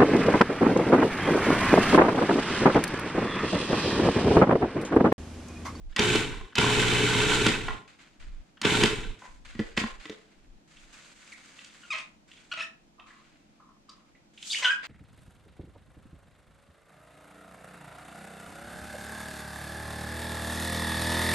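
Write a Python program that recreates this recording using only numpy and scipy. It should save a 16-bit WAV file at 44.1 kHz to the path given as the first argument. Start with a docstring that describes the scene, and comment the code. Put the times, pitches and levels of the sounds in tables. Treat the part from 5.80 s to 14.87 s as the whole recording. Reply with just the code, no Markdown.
"""A switch clicks and a food processor kicks into the first of three pulses on a stone counter.
Each pulse: mains hum, housing rumble, vent whirr, food pelting the plastic bowl, then a coast-down.
The lid knocks as it is twisted off. A rubber spatula rubs and taps the bowl and squeaks by stick-slip.
Knocks and squeaks reverberate in a small hard kitchen, over a faint appliance hum."""
import sys
import numpy as np
from scipy import signal
from scipy.fft import rfft, irfft, next_fast_len
from scipy.io import wavfile
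from scipy.ndimage import uniform_filter1d

SR = 44100
rng = np.random.default_rng(int(sys.argv[2]) if len(sys.argv) > 2 else 0)


def to_wav(s):
    """Save 16-bit WAV."""
    ch = np.atleast_2d(s).T  # columns
    pcm = np.round(np.clip(ch, -1, 1) * 32767)  # PCM
    wavfile.write(sys.argv[1], SR, pcm.astype(np.int16))


N = 399987

# Stereo image: freq_hz, left_right_likeness
LIKENESS = [(40, .3), (80, .6), (130, .7), (190, .98), (380, .98), (600, .55), (1100, .42), (2400, .72),
            (4500, .45), (8000, -.1)]
# Room noise spectrum: freq_hz, level_db
ROOM_TONE = [(12, -37.5), (20, -5.5), (111, -16), (132, -10), (217, -10), (300, -14), (350, -20),
             (693, -17), (1050, -24.5), (6720, -33.5), (15000, -53.5)]
# Room resonance: freq_hz, width_hz, boost_db
ROOM_PEAKS = [(216, 4.4, 3.5)]
# Appliance hum: pitch_hz, level_db
FRIDGE = [(215.3, -74), (269.2, -78.5), (306.8, -75.5), (344.5, -77)]
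# Arms leaning on the counter: start_s, end_s, level_db
LEANS = [(0, 0.136, -45), (2.408, 2.628, -44), (3.495, 4.206, -50), (4.57, 4.795, -56), (4.954, 5.157, -59)]
# Blade edge drags that ring the bowl's hollow: start_s, end_s, level_db
HOLLOW_DRAGS = [(7.184, 7.5, -55), (7.8, 7.98, -57.5), (8.085, 8.314, -59.5)]
# Spectrum of the hollow: freq_hz, level_db
HOLLOW_RING = [(900, -34), (1020, -3.5), (1150, -3.5), (1300, -3.5), (1500, -33)]
# Hand brushing lid or bowl: start_s, level_db, t60_s
BRUSHES = [(0.095, -60, 0.6), (2.077, -54.5, 0.55), (2.19, -57.5, 0.69), (2.398, -55, 0.87),
           (3.65, -52, 1.4), (3.799, -57, 1.4), (3.968, -31, 0.41), (4.199, -51.5, 1.17),
           (7.264, -58, 1.56), (8.083, -69, 2)]
# Steady drags on the plastic: start_s, end_s, level_db
DRAGS = [(3.389, 3.482, -58.5), (4.877, 5.136, -61.5), (5.128, 6.17, -58), (6.477, 6.724, -63)]
# Last scrape: time_s, body_db, treble_db
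SCRAPE = [(8.535, -71, -72.5), (8.7, -56, -37.5), (8.74, -54, -36.5), (8.83, -42, -46), (8.84, -36, -45),
          (8.93, -54, -48.5), (9.02, -59, -72), (9.035, -41.5, -58), (9.07, -45, -58)]
# Friction spectra: freq_hz, level_db
RUB_BODY = [(290, -56), (500, -12.5), (707, -17), (909, -13), (1460, -5.5), (1840, -7.5), (2140, -6),
            (5000, -16), (6500, -51.5), (11000, -120)]
RUB_TREBLE = [(2350, -11.5), (4000, -7.5), (5670, -8.5), (6400, -4), (7770, -6), (15000, -39.5)]
# Stick-slip of rubber or skin:
# start_s, length_s, first_hz, middle_hz, last_hz, level_db, roughness, tilt_db_per_harmonic
SQUEAKS = [(0.123, 0.009, 1600, 1600, 1600, -51, 0.9, -5), (0.723, 0.01, 1550, 1550, 1550, -53, 0.9, -7),
           (2.77, 0.01, 1550, 1550, 1550, -53, 0.9, -5), (3.417, 0.044, 1030, 1030, 1000, -49.5, 0.63, -13),
           (5.52, 0.016, 2400, 2200, 1900, -44, 0.43, 0.5),
           (6.032, 0.025, 1500, 1400, 1400, -52.5, 0.4, -6.5),
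           (6.103, 0.03, 1250, 1250, 1040, -31.5, 0.07, -1),
           (6.134, 0.025, 1250, 1300, 1280, -34, 0.45, -3.5),
           (6.159, 0.046, 1100, 1050, 1250, -41, 0.55, 0), (6.714, 0.014, 1380, 1430, 1450, -34.5, 0.4, -3),
           (6.733, 0.0094, 1200, 1310, 1300, -34, 0.48, -2),
           (6.772, 0.037, 1270, 1330, 1300, -35, 0.52, -2),
           (6.805, 0.025, 1800, 1660, 1860, -41.5, 0.44, -0.5),
           (6.818, 0.029, 1400, 1430, 1370, -47, 0.65, 1), (8.7, 0.015, 3400, 3700, 3750, -31.5, 0.53, -22),
           (8.706, 0.022, 4800, 4400, 4750, -32, 0.58, -12),
           (8.721, 0.018, 3600, 2800, 3400, -30.5, 0.68, -1),
           (8.731, 0.016, 2460, 2200, 2200, -37, 0.5, -3), (8.746, 0.03, 2270, 2950, 3000, -33, 0.76, -4),
           (8.823, 0.035, 1050, 1000, 1000, -29.5, 0.45, -0.5),
           (8.845, 0.066, 1570, 1440, 1620, -24.5, 0.24, -17),
           (8.842, 0.032, 3000, 3020, 2900, -29, 0.7, -9), (8.906, 0.0156, 2450, 2550, 2500, -33, 0.4, 0)]
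# Weight of squeak partials: freq_hz, level_db
SQUEAK_COLOUR = [(400, -24), (650, -3.5), (1300, -4), (2500, 6.5), (3800, -6), (5000, -7.5), (9000, -16),
                 (15000, -60)]
# Plastic and thud modes: pitch_hz, level_db, t60_ratio
PLASTIC_MODES = [(830, -6.5, 0.8), (1063, 2, 0.7), (1200, -6, 0.37), (1397, -9, 1.3), (1688, -5, 0.91),
                 (1964, 1, 0.84), (2200, -3, 0.33), (2730, 0, 0.4), (3080, 3.5, 0.27), (3490, -2.5, 0.61),
                 (4000, -11.5, 0.4), (4780, -3.5, 0.57)]
THUD_MODES = [(222.5, 4, 1.7), (306, 4, 1.2), (439, -2.5, 2.2), (105, 10, 1.5)]
# Spatula on bowl: start_s, level_db, tick_db, pitch_hz
TAPS = [(4.968, -42.5, -4, 2790), (5.142, -50, -6, 1770), (5.789, -36.5, -14, 2880), (5.845, -39, 9, 2900),
        (5.899, -47, -15, 3480), (6.515, -40, -5, 2840), (6.568, -41, -23, 2900), (7.193, -41.5, -47, 1000),
        (7.196, -43, -30, 2730), (7.304, -43.5, -25, 1750), (7.803, -47.5, -32.5, 1100),
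        (7.889, -55, -7, 1145), (8.093, -39.5, 2, 4600), (8.35, -49.5, -36, 2130), (8.576, -36, -28, 3080),
        (8.626, -31, 3, 3080)]
# Lid twisted free and lifted: start_s, level_db, thud_db, pitch_hz, thud_hz
LID_KNOCKS = [(3.658, -44, -14, 3500, 250), (3.751, -35.5, -0.5, 1904, 207), (3.792, -21.5, 5, 1797, 234),
              (3.975, -6, -12.5, 2020, 239), (4.008, -28, 4.5, 1840, 222), (4.037, -23, -2, 1170, 213),
              (4.254, -30, -6.5, 2100, 310), (4.296, -24.5, -2, 2730, 428)]
# Blade hub on its shaft: start_s, level_db
HUB_KNOCKS = [(0.54, -30), (0.61, -36), (0.842, -14), (1.882, -19), (1.905, -27), (1.926, -30)]
# Knock timbres: thud_db, tick_db, pitch_hz, decay_s, thud_hz, focus_db_per_octave, rattle_db
HUB = (-22, -28, 1050, .08, 250, 9, -7)
CLICK = (-23, -5, 2800, .06, 245, 7, 3)
KICK = (-4.5, -14, 3000, .035, 255, 8, -2)
CLACK = (-6, -2, 3200, .035, 253, 7, -2)
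# Motor pulses: click_s, kick_s, release_s, rest_s, kick_db, clack_db, base_coast_db_per_s
PULSES = [(0.162, 0.193, 0.357, 0.85, -4, -11, 90), (0.754, 0.7835, 1.665, 2.1, -4, -4.5, 72),
          (2.815, 2.851, 3.036, 3.47, -12, -3.5, 85)]
# Mains harmonics: pitch_hz, level_db
MAINS = [(120, 1.5), (240, -5.5), (360, -6.5)]
# Spectra of vents, housing and pelting food: freq_hz, level_db
WHIRR = [(2530, -19), (4300, -1.5), (5110, -8.5), (6690, -4.5), (7650, -3), (12400, -25.5), (14900, -36.5),
         (15600, -35.5)]
HOUSING = [(29, -48.5), (50, -10), (75, -12.5), (118, -3.5), (150, -10), (228, -9.5), (378, -8), (430, -2),
           (540, -28), (730, -53.5), (1230, -120)]
CHOPPING = [(290, -40.5), (500, -10.5), (656, -11.5), (904, -10), (1200, -10), (1410, -10.5), (1790, -4),
            (2540, -4.5), (3790, -1.5), (4640, -19), (5500, -14.5), (7150, -43.5), (12100, -120)]
# Bowl resonances: freq_hz, width_hz, boost_db
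BOWL_PEAKS = [(946, 530, 7.5), (1398, 68, 7.5), (1530, 63, 7.5), (2070, 51, 1.5), (2306, 100, 4.5),
              (2600, 120, 4), (3033, 100, 2.5)]

LEAD_S = .022  # current flows before the drive kicks in
TIME_S = np.arange(N) / SR


def from_db(db):
    """Decibels to gain."""
    return 10 ** (np.asarray(db, float) / 20)


def rms_one(x):
    """Scale to unit rms."""
    return x / np.sqrt(np.mean(x ** 2) + 1e-20)


def butter(x, order, hz, kind):
    """Butterworth filter."""
    return signal.sosfilt(signal.butter(order, hz, kind, fs=SR, output="sos"), x)


def at_hz(points, hz, outside=None):
    """Read a curve on a log-frequency axis."""
    knots_hz, values = np.transpose(points)
    return np.interp(np.log(hz + 1e-9), np.log(knots_hz), values, outside, outside)


def drift(rate_hz):
    """Slow random wander, unit rms."""
    pole = np.exp(-80 * np.pi * rate_hz / SR)
    slow = signal.lfilter([1], [1, -2 * pole, pole * pole], rng.standard_normal(N // 40 + 2002))[2000:]
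    return np.interp(np.arange(N) / 40, np.arange(len(slow)), rms_one(slow))


def smooth_noise(shape, samples):
    """Twice-averaged noise, unit rms."""
    return rms_one(uniform_filter1d(uniform_filter1d(rng.standard_normal(shape), samples), samples))


def grains(per_s, spread_db):
    """Two independent streams of uneven random clicks."""
    size = from_db(spread_db * np.minimum(rng.exponential(1, (2, N)), 4)) * rng.standard_normal((2, N))
    return rms_one(size * (rng.random((2, N)) < per_s / SR))


def coloured(pair, spectrum, peaks=(), width=.87):
    """Mid/side excitation through a spectrum and resonances to left/right, unit rms."""
    hz = np.fft.rfftfreq(N, 1 / SR)
    gain = from_db(at_hz(spectrum, hz, outside=-120))
    for peak_hz, width_hz, boost_db in peaks:
        gain *= 1 + (from_db(boost_db) - 1) / (1 + (2 * (hz - peak_hz) / width_hz) ** 2)
    alike = np.clip(1 - width * (1 - at_hz(LIKENESS, hz)), -.2, .99)
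    mid, side = rfft(pair) * gain
    return rms_one(irfft(np.sqrt(1 + alike) * mid + np.sqrt(1 - alike) * side * [[1], [-1]], N))


def room_tone():
    """Faint room noise and a steady appliance hum."""
    air = from_db(-62.5) * coloured(rng.standard_normal((2, N)), ROOM_TONE, ROOM_PEAKS, width=3.4)
    fridge = sum(from_db(db + drift(2)) * np.sin(2 * np.pi * hz * TIME_S) for hz, db in FRIDGE)
    return air + np.sqrt(2) * fridge


def kitchen(x, t60_s=.44, wall_cut_hz=600):
    """Wall echoes: fourteen feedback delays a side, duller each round."""
    size = next_fast_len(N + SR)
    hz = np.fft.rfftfreq(size, 1 / SR)
    dull = 1 / (1 + (hz / wall_cut_hz) ** 2) ** .072
    source, out = rfft(x, size), []
    for lags_s in (rng.uniform(.014, .045, (2, 14)) * SR).astype(int) / SR:
        loops = [from_db(-60 * lag / t60_s) * dull * np.exp(-2j * np.pi * hz * lag) for lag in lags_s]
        response = sum((-1) ** k * g / (1 - g) for k, g in enumerate(loops))  # signs prevent pile-up
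        out.append(irfft(source * response, size)[:N])
    return np.array(out)


def counter_shake(level_db=-40, rise_s=.19, settle_s=.295):
    """The counter wobbles under the turning blade and leaning arms."""
    t = TIME_S
    mid, side = rms_one(butter(rng.standard_normal((2, N)), 2, [14, 36], "band"))
    gain = from_db(level_db) * sum(np.clip((t - kick_s) / rise_s, 0, 1) * (t < release_s + settle_s)
                                   for _, kick_s, release_s, *_ in PULSES)
    gain += sum(from_db(db) * (t >= start_s) * (t < end_s) for start_s, end_s, db in LEANS)
    return uniform_filter1d(gain, 2000) * (mid + .8 * side * [[1], [-1]]) * from_db([[-.8], [.8]])


def bowl_hollow(fall_db=15):
    """Uneven friction rings the bowl's air and wall near one pitch."""
    t = TIME_S
    gain = sum((t > start_s) * (t < end_s) * from_db(db - fall_db * (t - start_s) / (end_s - start_s))
               for start_s, end_s, db in HOLLOW_DRAGS)
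    gain = uniform_filter1d(gain, 400) * from_db(1.7 * drift(25.5))
    return gain * coloured(grains(2000, spread_db=.5), HOLLOW_RING)


def rubbing(lift_t60_s=.6):
    """Skin and rubber drag over wet plastic: grainy hiss, with crumbs catching."""
    t = TIME_S
    times_s, *bands_db = np.transpose(SCRAPE)
    gains = (t > times_s[0]) * from_db([np.interp(t, times_s, db) for db in bands_db])  # body, treble
    for start_s, db, t60_s in BRUSHES:
        gains += (t > start_s) * from_db(db - 60 * np.maximum(t - start_s, 0) / t60_s + [[0], [-9]])
    for start_s, end_s, db in DRAGS:
        gains += (t > start_s) * from_db(db - 60 * np.maximum(t - end_s, 0) / lift_t60_s + [[0], [-3]])
    gains = uniform_filter1d(gains, 200) * from_db(1.7 * drift(28))
    friction = grains(5000, spread_db=-1.5)
    crumbs = from_db(-24.5) * grains(40.6, spread_db=6)
    body = coloured(friction + crumbs, RUB_BODY, width=1.4)
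    treble = coloured(grains(20000, spread_db=-.7), RUB_TREBLE)
    return gains[0] * body + gains[1] * treble


def squeaks(grip_s=.0028, release_db_per_length=28, pairing_below_hz=1400):
    """Stick-slip: harmonics of the slip rate. Uneven slips rasp; strong-weak pairs add half orders."""
    out, t = np.zeros(N + SR), np.arange(SR // 5) / SR
    halves = np.arange(1, 17)[:, None]
    order = halves / 2
    for start_s, length_s, first_hz, middle_hz, last_hz, db, rough, tilt_db in SQUEAKS:
        slip_hz = np.interp(t, [0, length_s / 2, length_s], [first_hz, middle_hz, last_hz])
        release_db = release_db_per_length * np.maximum(t / length_s - 1, 0)
        level = np.minimum(t / grip_s, 1) * from_db(db - release_db)
        grip = from_db(3 * rough * smooth_noise(len(t), 300))
        jitter = smooth_noise((17, len(t)), 45)
        phase = 2 * np.pi * np.cumsum(slip_hz * (1 + .09 * rough ** 2 * jitter[16])) / SR
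        weight_db = at_hz(SQUEAK_COLOUR, order * slip_hz) + tilt_db * np.maximum(order - 1, 0)
        pairing = 1.6 * max(rough - .25, 0) * (middle_hz < pairing_below_hz)
        weights = from_db(weight_db) * np.where(halves % 2, pairing, 1) * (order * slip_hz < .45 * SR)
        blur = rough ** (1 / order)  # high partials blur first
        rasp = np.sqrt(1 - blur ** 2) + blur * jitter[:16]
        tone = (weights * rasp * np.cos(order * phase + halves ** 2)).sum(axis=0)
        tone /= np.sqrt((weights ** 2).sum(axis=0) / 2)
        at = round(start_s * SR)
        out[at:at + len(t)] += level * grip * tone
    return out[:N]


def knock(thud_db, tick_db, pitch_hz, decay_s, thud_hz, focus_db_per_octave, rattle_db):
    """A blow rings the plastic modes near its pitch, with rattle, low thud and bright tick."""
    t = np.arange(SR // 4) / SR
    scatter, noise = rng.standard_normal((2, 16, 1)), rng.standard_normal((3, len(t)))
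    hz, db, t60_ratio = np.transpose(PLASTIC_MODES + THUD_MODES)[:, :, None]
    modes = from_db(db + 2.5 * scatter[0] - 60 * t / (t60_ratio * min(decay_s, .06)))
    modes *= np.sin(2 * np.pi * hz * (1 + .017 * scatter[1]) * t)
    split = len(PLASTIC_MODES)
    ring = (modes * from_db(-focus_db_per_octave * np.abs(np.log2(hz / pitch_hz))))[:split].sum(axis=0)
    ring *= 1 + .35 * rms_one(uniform_filter1d(noise[2], 90))  # loose parts buzz
    thud = (modes * from_db(-16 * np.abs(np.log2(hz / thud_hz))))[split:].sum(axis=0)
    thud *= from_db(thud_db) * (1 - np.exp(-t / .003))
    thud *= 1 + .35 * rms_one(uniform_filter1d(noise[1], 300))  # roughened to a dry clunk
    band_hz = pitch_hz * 2 ** (np.array([-11, 11]) / max(focus_db_per_octave, 8))
    rattle = rms_one(butter(noise[0], 2, band_hz, "band"))
    rattle *= from_db(rattle_db - 60 * t / (.52 * decay_s))
    tick = butter(noise[1], 4, [4000, 9000], "band") * from_db(tick_db - 60 * t / (.12 * decay_s))
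    share = 1 / (1 + 2 * from_db(rattle_db))  # more rattle, less ring
    contact = 1 - np.exp(-t / .00069)  # soft surfaces load up
    return contact * (share * (2.8 * ring / np.abs(ring).max() + rattle + tick) + thud)


def knocks(click_db=-14.5, bounce_s=.022, bounce_db=-9):
    """Plastic contacts of hub, switch, drive, lid and spatula. The released switch rebounds once."""
    blows = [(s, db, knock(*HUB)) for s, db in HUB_KNOCKS]
    for click_s, kick_s, release_s, _, kick_db, clack_db, _ in PULSES:
        blows += [(click_s, click_db, knock(*CLICK)),
                  (kick_s, kick_db, knock(*KICK)),
                  (release_s, clack_db, knock(*CLACK)),
                  (release_s + bounce_s, clack_db + bounce_db, knock(*CLACK))]
    for s, db, thud_db, pitch_hz, thud_hz in LID_KNOCKS:
        blows.append((s, db, knock(thud_db, tick_db=-22, pitch_hz=pitch_hz, decay_s=.05,
                                   thud_hz=thud_hz, focus_db_per_octave=10, rattle_db=-8)))
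    for s, db, tick_db, pitch_hz in TAPS:
        blows.append((s, db, knock(thud_db=-46, tick_db=tick_db, pitch_hz=pitch_hz, decay_s=.25,
                                   thud_hz=250, focus_db_per_octave=33, rattle_db=-8)))
    out = np.zeros(N + SR)
    for start_s, db, blow in blows:
        at = round(start_s * SR)
        out[at:at + len(blow)] += from_db(db) * blow
    return butter(out[:N], 2, 8000, "low")


def mains_hum(level_db=-36, rise_s=.087, fall_s=.0077):
    """The windings buzz at mains harmonics while the switch is held."""
    t = TIME_S
    buzz = sum(from_db(db + 1.3 * drift(26)) * np.sin(2 * np.pi * hz * t + .63 * drift(8.7))
               for hz, db in MAINS)
    held = sum(np.clip((t - kick_s + LEAD_S) / rise_s, 0, 1)
               * np.clip((release_s + .0071 - t) / fall_s, 0, 1) for _, kick_s, release_s, *_ in PULSES)
    return np.sqrt(2) * from_db(level_db) * held * buzz


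def chunks(per_s=1100, width_hz=130):
    """Larger pieces hit the wall, each ringing one bowl resonance."""
    blows = grains(per_s, spread_db=.5)
    struck = rng.integers(0, len(BOWL_PEAKS), N)
    return rms_one(sum(signal.lfilter(*signal.iirpeak(hz, hz / width_hz, SR), blows * (struck == k) + 1e-18)
                       for k, (hz, *_) in enumerate(BOWL_PEAKS)))


def drive(spin_up_s=.018, coast_s=.35):
    """Torque jolt, twist at release, coast-down: chop, housing and whirr gains, and shaft speed ratio."""
    t = TIME_S
    chop, housing, whirr = np.zeros((3, N))
    speed = np.ones(N)
    for _, kick_s, release_s, rest_s, _, _, coast_db_per_s in PULSES:
        spin_up = 1 - np.exp(-np.maximum(t - kick_s + LEAD_S, 0) / spin_up_s)
        bite = np.clip((t - kick_s) / .0074 + 1, 0, 1)
        coasted_s = np.maximum(t - release_s, 0)
        fade_db = -coast_db_per_s * coasted_s
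        halt = np.clip((rest_s - t) / .15, 0, 1)  # friction stops the blade
        speed = np.where(t > kick_s - .1, np.exp(-coasted_s / coast_s), speed)
        jolt_db = np.where(t < kick_s - .002, -4, 6.5 * np.exp(-np.abs(t - kick_s) / .02))
        twist_db = 7 * (t > release_s - .004) * np.exp(-np.abs(t - release_s) / .027)
        chop += from_db(1.064 * fade_db + jolt_db + .42 * twist_db) * spin_up ** .2 * halt
        housing += from_db(.95 * fade_db + jolt_db + twist_db) * bite * halt
        whirr += from_db(1.15 * fade_db) * spin_up ** 2.4 * halt
    return chop, housing, whirr, speed


def motor(shaft_hz=29.96, chop_db=-26, housing_db=-25, whirr_db=-34.5):
    """Food pelts the bowl twice a turn, the housing rumbles, the vents whirr."""
    chop_gain, housing_gain, whirr_gain, speed = drive()
    turns = np.cumsum(shaft_hz * speed * (1 + .003 * drift(3))) / SR
    beat = from_db(.8 * np.sin(4 * np.pi * turns) + .7 * drift(16))
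    repeating = rng.standard_normal((2, 1500))[:, (turns % 1 * 1500).astype(int)]  # same blows each turn
    pelting = grains(5000, spread_db=-.5) + from_db(-9) * chunks() + from_db(-3) * repeating
    chop = coloured(pelting, CHOPPING, BOWL_PEAKS) * beat
    shaking = grains(900, spread_db=-.5) + from_db(-1) * repeating
    housing = coloured(shaking, HOUSING) * from_db(1.6 * drift(57))
    whirr = coloured(grains(20000, spread_db=.5), WHIRR) * beat ** 1.1
    return (from_db(chop_db) * chop_gain * chop + from_db(housing_db) * housing_gain * housing
            + from_db(whirr_db) * whirr_gain * whirr)


def scene():
    """Stereo mix; knocks and squeaks feed the reverb."""
    hits, rubber = knocks(), squeaks()
    airborne = butter(hits, 4, 480, "high")  # the thud stays in the counter
    room = kitchen(from_db(-11) * airborne + from_db(-11.5) * rubber) + room_tone()
    machine = (motor() + mains_hum() + hits) * from_db([[-.4], [.4]])
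    handling = rubber * from_db([[.6], [-.6]]) + rubbing() + bowl_hollow()
    return room + counter_shake() + handling + machine


def record(dry):
    """Steep low-pass, 60 dB down from 15.8 kHz."""
    return signal.sosfilt(signal.cheby2(20, 60, 15800, fs=SR, output="sos"), dry)


dry = scene()
out = record(dry)
to_wav(out)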